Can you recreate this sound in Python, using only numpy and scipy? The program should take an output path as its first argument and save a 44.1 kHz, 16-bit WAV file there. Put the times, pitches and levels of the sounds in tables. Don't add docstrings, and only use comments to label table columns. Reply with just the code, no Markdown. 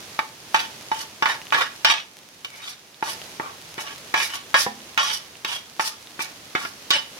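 import sys
import numpy as np
from scipy import signal
from scipy.fft import rfft, irfft
from scipy.io import wavfile
from scipy.ndimage import uniform_filter1d

SR = 44100
rng = np.random.default_rng(int(sys.argv[2]) if len(sys.argv) > 2 else 0)


def put_to_file(sound):
    columns = np.atleast_2d(sound).T
    safe = np.clip(columns, -1, 1)
    whole_steps = np.round(safe * 32767)
    wavfile.write(sys.argv[1], SR, whole_steps.astype(np.int16))


N = 317079

LN_1000 = np.log(1000)
PORT_SIGNS = np.array([[1], [-1]])
PORT_SCATTER_RAD = 0.99


def undb(db):
    return 10 ** (np.asarray(db) / 20)


def unit(x):
    return x / np.sqrt(np.mean(x ** 2))


def along(table, hz):
    f, v = np.transpose(table)
    return np.interp(np.log(hz + 1), np.log(f), v)


def colour(x, table):
    gain = undb(along(table, np.fft.rfftfreq(N, 1 / SR)))
    return unit(irfft(rfft(x) * gain, N))


def walk(rate_hz):
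    k = int(SR / rate_hz)
    held = np.repeat(rng.standard_normal(N // k + 1), k)
    return 1.3 * uniform_filter1d(uniform_filter1d(held, k), k)[:N]


def grains(density_hz, spread_db):
    size_db = spread_db * np.minimum(rng.exponential(size=N), 3)
    hits = rng.random(N) < density_hz / SR
    return hits * rng.standard_normal(N) * undb(size_db)


def add(out, x, s):
    i = int(s * SR)
    out[:, i:i + x.shape[1]] += x[:, :N - i]


def rings(modes, length_s):
    right_lead_s = .0002
    hz, db, t60_s = np.transpose(modes)
    t = np.arange(int(length_s * SR)) / SR
    rate = 2j * np.pi * hz - LN_1000 / np.maximum(t60_s, .01)
    z = undb(db)[:, None] * np.exp(np.outer(rate, t))
    scatter_rad = np.minimum(hz / 2500, 1.6) * rng.standard_normal(len(hz))
    right = np.exp(1j * (2 * np.pi * hz * right_lead_s + scatter_rad))
    return hz, t, z, np.array([np.ones(len(hz)), right])


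def spot_phases(hz, ports):
    spread_rad = PORT_SCATTER_RAD * np.minimum(hz / 1500, 1)
    return np.exp(1j * spread_rad * rng.standard_normal(ports.shape))


def sizzle():
    # (frequency [Hz], gain [dB])
    spectrum = [(20, -24), (50, -18), (100, -6.5), (220, -6), (550, -7), (1400, -9.5), (3300, -9),
                (6300, -11), (7600, -17.5), (11000, -17.5), (16000, -26)]
    # (time [s], level [dB])
    swell_points = [(0, -43), (1.9, -44.5), (2.1, -51), (2.98, -49.5), (3.1, -43.5), (4.9, -44),
                    (5.3, -47.5), (6.0, -46.5), (7.19, -42.5)]
    # (frequency [Hz], correlation [0-1])
    likeness = [(130, .97), (250, .94), (500, .75), (1400, .1), (16000, .02)]
    hz = np.fft.rfftfreq(N, 1 / SR)
    like = np.clip(along(likeness, hz), 0, 1)
    bubble = hz / np.hypot(hz, 1500)

    def source():
        noise = rfft(rng.standard_normal(N))
        return noise + .5 * bubble * rfft(unit(grains(300, 5.0)))

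    mid, side = source(), source()
    pair = irfft(mid * np.sqrt(1 + like) + side * np.sqrt(1 - like) * PORT_SIGNS, N)
    s, db = np.transpose(swell_points)
    swell_db = np.interp(np.arange(N) / SR, s, db) + 1.0 * walk(8.1)
    return colour(pair, spectrum) * undb(swell_db)


def plate_modes():
    strong_hz = [887, 1124, 1230, 1385, 1464, 1556, 1666, 1814, 1963, 2266, 2342, 2572, 2885, 2968, 3127,
                 3288, 3517, 3747, 3850, 4135, 4581, 5160, 5669, 6309, 7219]
    strong_db = [-11, -9.5, -13.5, -11.5, -14.5, -17, -11, -10, -12.5, -9, -8.5, -8.5, -16, -6, -15.5, -11,
                 -9.5, -8, -17, -20, -10, -11.5, -11, -13.5, -21]
    strong_t60_s, crowd_t60_s, crowd = .3, .13, 70
    hz = 450 + 9000 * np.linspace(0, 1, num=crowd) ** 1.3 * (1 + 0.0073 * rng.standard_normal(crowd))
    db = along([(450, -31.5), (850, -15.5), (1300, -15.5), (3500, -12.5), (9500, -29)], hz)
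    db = db + 2 * rng.standard_normal(crowd)
    strong = np.c_[strong_hz, strong_db, np.full(len(strong_hz), strong_t60_s)]
    return np.r_[strong, np.c_[hz, db, np.full(crowd, crowd_t60_s)]]


def blows(modes):
    # (time [s], blow level [dB], lowest mode [dB],
    # brightness at 3 kHz [dB], thud [dB], ring length [share])
    landings = [(0.1904, -11, 4, -12, -9.5, 0.28), (0.5443, -10.5, 10.5, -7, -6, 0.5),
                (0.9158, -22, 18.5, -10, -0.5, 0.52), (1.2236, -14, 8.5, -9, -4.5, 0.58),
                (1.2563, -10.5, -1, -11.5, -15.5, 0.45), (1.5234, -11.5, 4.5, -12.5, -18, 0.49),
                (1.6108, -15, -20, -10, -15, 0.22), (1.8471, -10.5, 1.5, -0.5, -16, 0.75),
                (2.4464, -30, -17, 3, -11, 0.34), (3.0255, -19.5, 14, -14, 1.5, 0.26),
                (3.3978, -20.5, 9, -23, 3, 0.25), (3.7794, -27, -1.5, -11, 3, 0.91),
                (4.14, -11, 1, -11, -6.5, 0.7), (4.5423, -7.5, -3.5, -10, -8.5, 1),
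                (4.9757, -12.5, -2, -5.5, -12, 0.76), (5.447, -22.5, 1, 1.5, -3.5, 0.3),
                (5.7954, -13, 6.5, -10.5, -6.5, 0.41), (6.1923, -22, -4, -15, -1.5, 0.24),
                (6.551, -14.5, -2.5, -12, 0, 0.49), (6.65, -22.5, -11, -12, -5.5, 0.43),
                (6.9048, -18, -18, 8, -2.5, 0.83)]
    treble_drop_db, tick_db = -5, -15
    out = np.zeros((2, N))
    hz, t, z, ports = rings(modes, 0.41)
    thud = np.exp(-t / 0.0019) * np.sin(2 * np.pi * 380 * t)
    for s, db, low_db, bright_db, thud_db, share in landings:
        tone_points = [(1300, 0.79), (2000, -2.7), (3000, bright_db), (6000, bright_db + treble_drop_db)]
        tone_db = along(tone_points, hz) + 3.4 * rng.standard_normal(len(hz))
        tone_db[0] = low_db
        feed = undb(tone_db) * spot_phases(hz, ports) * ports
        grip = np.exp(-LN_1000 * t / 0.2 * (1 / np.clip(share, .15, 3) - 1 / 3))
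        lowest = np.outer(feed[:, 0], z[0]).imag * np.sqrt(grip)
        higher = (feed[:, 1:] @ z[1:]).imag * grip
        ring = (higher + lowest) * np.minimum(t / .0006, 1)
        tick = np.diff(rng.standard_normal((2, len(t) + 1))) * np.exp(-t / 0.0043)
        blow = undb(db) * ring + undb(db + thud_db) * thud
        add(out, blow + undb(db + bright_db + tick_db) * tick, s)
    return out


def strokes(modes):
    # (start [s], time until lift [s],
    # scrape at start [dB], scrape at lift [dB], powder hiss at lift [dB], tilt [dB/octave],
    # favoured modes [Hz], their gain [dB])
    slides = [(0.56, 0.05, -27, -28.5, -35.5, -1, 890, 7.8), (0.93, 0.084, -42, -37, -37, -3.5, 3150, 7),
              (1.27, 0.042, -23.5, -27.5, -34, -4, 1500, 4),
              (1.54, 0.077, -24.5, -24, -34.5, -3.5, 1720, 6),
              (1.86, 0.053, -21, -20.5, -36.5, -0.5, 3170, 4),
              (2.47, 0.12, -57, -42, -53, -1.5, 2200, 11.6),
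              (2.63, 0.066, -41.5, -37.5, -40, 2.5, 3800, 5.3),
              (3.042, .058, -35.5, -33.5, -31.5, -3.5, 4460, 3.5),
              (3.408, 0.074, -37.5, -39, -56, -9, 1250, 9), (3.79, 0.016, -31, -34, -34, -6, 3120, 3.5),
              (3.86, 0.05, -42, -38.5, -46, -2.5, 3080, 4.8),
              (4.16, 0.092, -24, -30.5, -28, -1.3, 2270, 5.9),
              (4.299, 0.047, -38, -34, -37.5, -0.5, 3060, 6.5),
              (4.559, 0.055, -22, -28.5, -26.5, -1, 3820, 4.1), (4.99, .16, -22, -32, -32, 0, 3220, 5.9),
              (5.458, 0.093, -28.5, -34, -36.5, -1, 3190, 13), (5.808, 0.068, -28, -35, -30, -1, 1250, 11),
              (6.2, 0.021, -28, -34.5, -30, -2.5, 2380, 5.8),
              (6.569, 0.097, -27, -48, -40, -3.5, 1320, 5.2),
              (6.921, .045, -23.5, -26.5, -41, 0, 3020, 9.1)]
    # (frequency [Hz], gain [dB])
    powder = [(300, -45), (2000, -19), (5500, -5.5), (7700, -16), (10900, -13.5), (16000, -29)]
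    touch_s, lift_db_per_s, hiss_lift_db_per_s = .015, 269, 370
    hiss_growth_db = 8.5
    grate_s = 0.0038
    out = np.zeros((2, N))
    hz, t, z, ports = rings(modes, .2)
    grit = undb(2.23 * walk(60)) * unit(grains(2500, 4.1))
    dust = undb(2.94 * walk(90)) * np.array([colour(grains(3500, 4.8), powder) for _ in range(2)])
    for s, length_s, start_db, lift_db, hiss_db, tilt_db, sings_hz, favour_db in slides:
        now = np.arange(-touch_s, length_s + .12, 1 / SR)
        before, after = np.maximum(length_s - now, 0), np.maximum(now - length_s, 0)
        touch = np.minimum(1 + now / touch_s, 1)
        span = slice(int(s * SR), int(s * SR) + len(now))
        scrape_db = lift_db + (start_db - lift_db) * before / length_s - lift_db_per_s * after
        dust_db = hiss_db - hiss_growth_db * before / length_s - hiss_lift_db_per_s * after
        drive = touch * undb(scrape_db) * grit[span]
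        hiss = touch * undb(dust_db) * dust[:, span]
        favoured = np.exp(-(np.log2(hz / sings_hz) / 0.13) ** 2)
        path_db = tilt_db * np.log2(hz / 2000) + favour_db * favoured
        travel = np.minimum(np.arange(len(now)) / SR / (length_s + .06), 1) * 3
        for place in range(4):
            spot = undb(path_db + 2.56 * rng.standard_normal(len(hz)))
            spot = spot * np.exp(2j * np.pi * rng.random(len(hz)))
            turned = ports * spot_phases(hz, ports)
            body = ((spot * turned) @ z).imag * np.exp(-t / 0.012)
            patch = rng.standard_normal((2, len(t))) * np.exp(-t / grate_s)
            here = np.sqrt(np.maximum(1 - np.abs(travel - place), 0))
            for push, ring in (((drive * here)[None], body), (hiss * here, patch)):
                response = ring / np.sqrt(np.mean(ring ** 2) * len(t))
                add(out, signal.fftconvolve(push, response, axes=1), s - touch_s)
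    return out


def spits():
    # (time [s], level [dB])
    drops = [(1.4164, -23.5), (1.4694, -24.5), (1.506, -21), (2.9446, -31), (3.2169, -22), (3.883, -24.5),
             (4.8045, -31), (5.3543, -28), (6.0723, -27.5)]
    out, t = np.zeros((2, N)), np.arange(300) / SR
    for s, db in drops:
        size, side = rng.standard_normal(2)
        pop_hz = 3300 * np.exp(.2 * size)
        pop = np.exp(-t / .0005) * np.sin(2 * np.pi * pop_hz * t)
        add(out, undb(db + 2 * side * PORT_SIGNS) * pop, s)
    return out


def pan_knock():
    # (frequency [Hz], level [dB], t60 [s])
    pan = [(215, -26, 0.57), (248, -29.5, 0.86), (500, -6.5, 0.035), (710, -20, 0.21), (804, -9, 0.093),
           (978, -8.5, 0.086), (1790, -12, 0.14)]
    # (time [s], level [dB])
    knocks = [(4.665, -14)]
    out = np.zeros((2, N))
    _, _, z, ports = rings(pan, 0.36)
    for s, db in knocks:
        add(out, undb(db) * (ports @ z).imag, s)
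    return out


def kitchen(x):
    t60_s, gap_s = .3, .003
    t = np.arange(int(.5 * SR)) / SR
    tail = rng.standard_normal((2, len(t))) * np.exp(-LN_1000 * t / t60_s) * (t > gap_s)
    tail = signal.lfilter([.5], [1, -.5], tail)
    return signal.fftconvolve(x, tail / np.sqrt(np.sum(tail[0] ** 2)), axes=1)[:, :N]


def scene():
    room_db = -14
    modes = plate_modes()
    near = blows(modes) + strokes(modes) + spits() + pan_knock()
    near = signal.sosfilt(signal.butter(2, 130, "highpass", fs=SR, output="sos"), near)
    return near + undb(room_db) * kitchen(near) + sizzle()


def record(dry):
    right_over_left_db, top_hz = 2.0, 15900
    heard = dry * undb(-PORT_SIGNS * right_over_left_db / 2)
    rounded = np.tanh(0.94 * heard) / 0.72
    return signal.sosfilt(signal.ellip(10, .2, 70, top_hz, fs=SR, output="sos"), rounded)


dry = scene()
out = record(dry)
put_to_file(out)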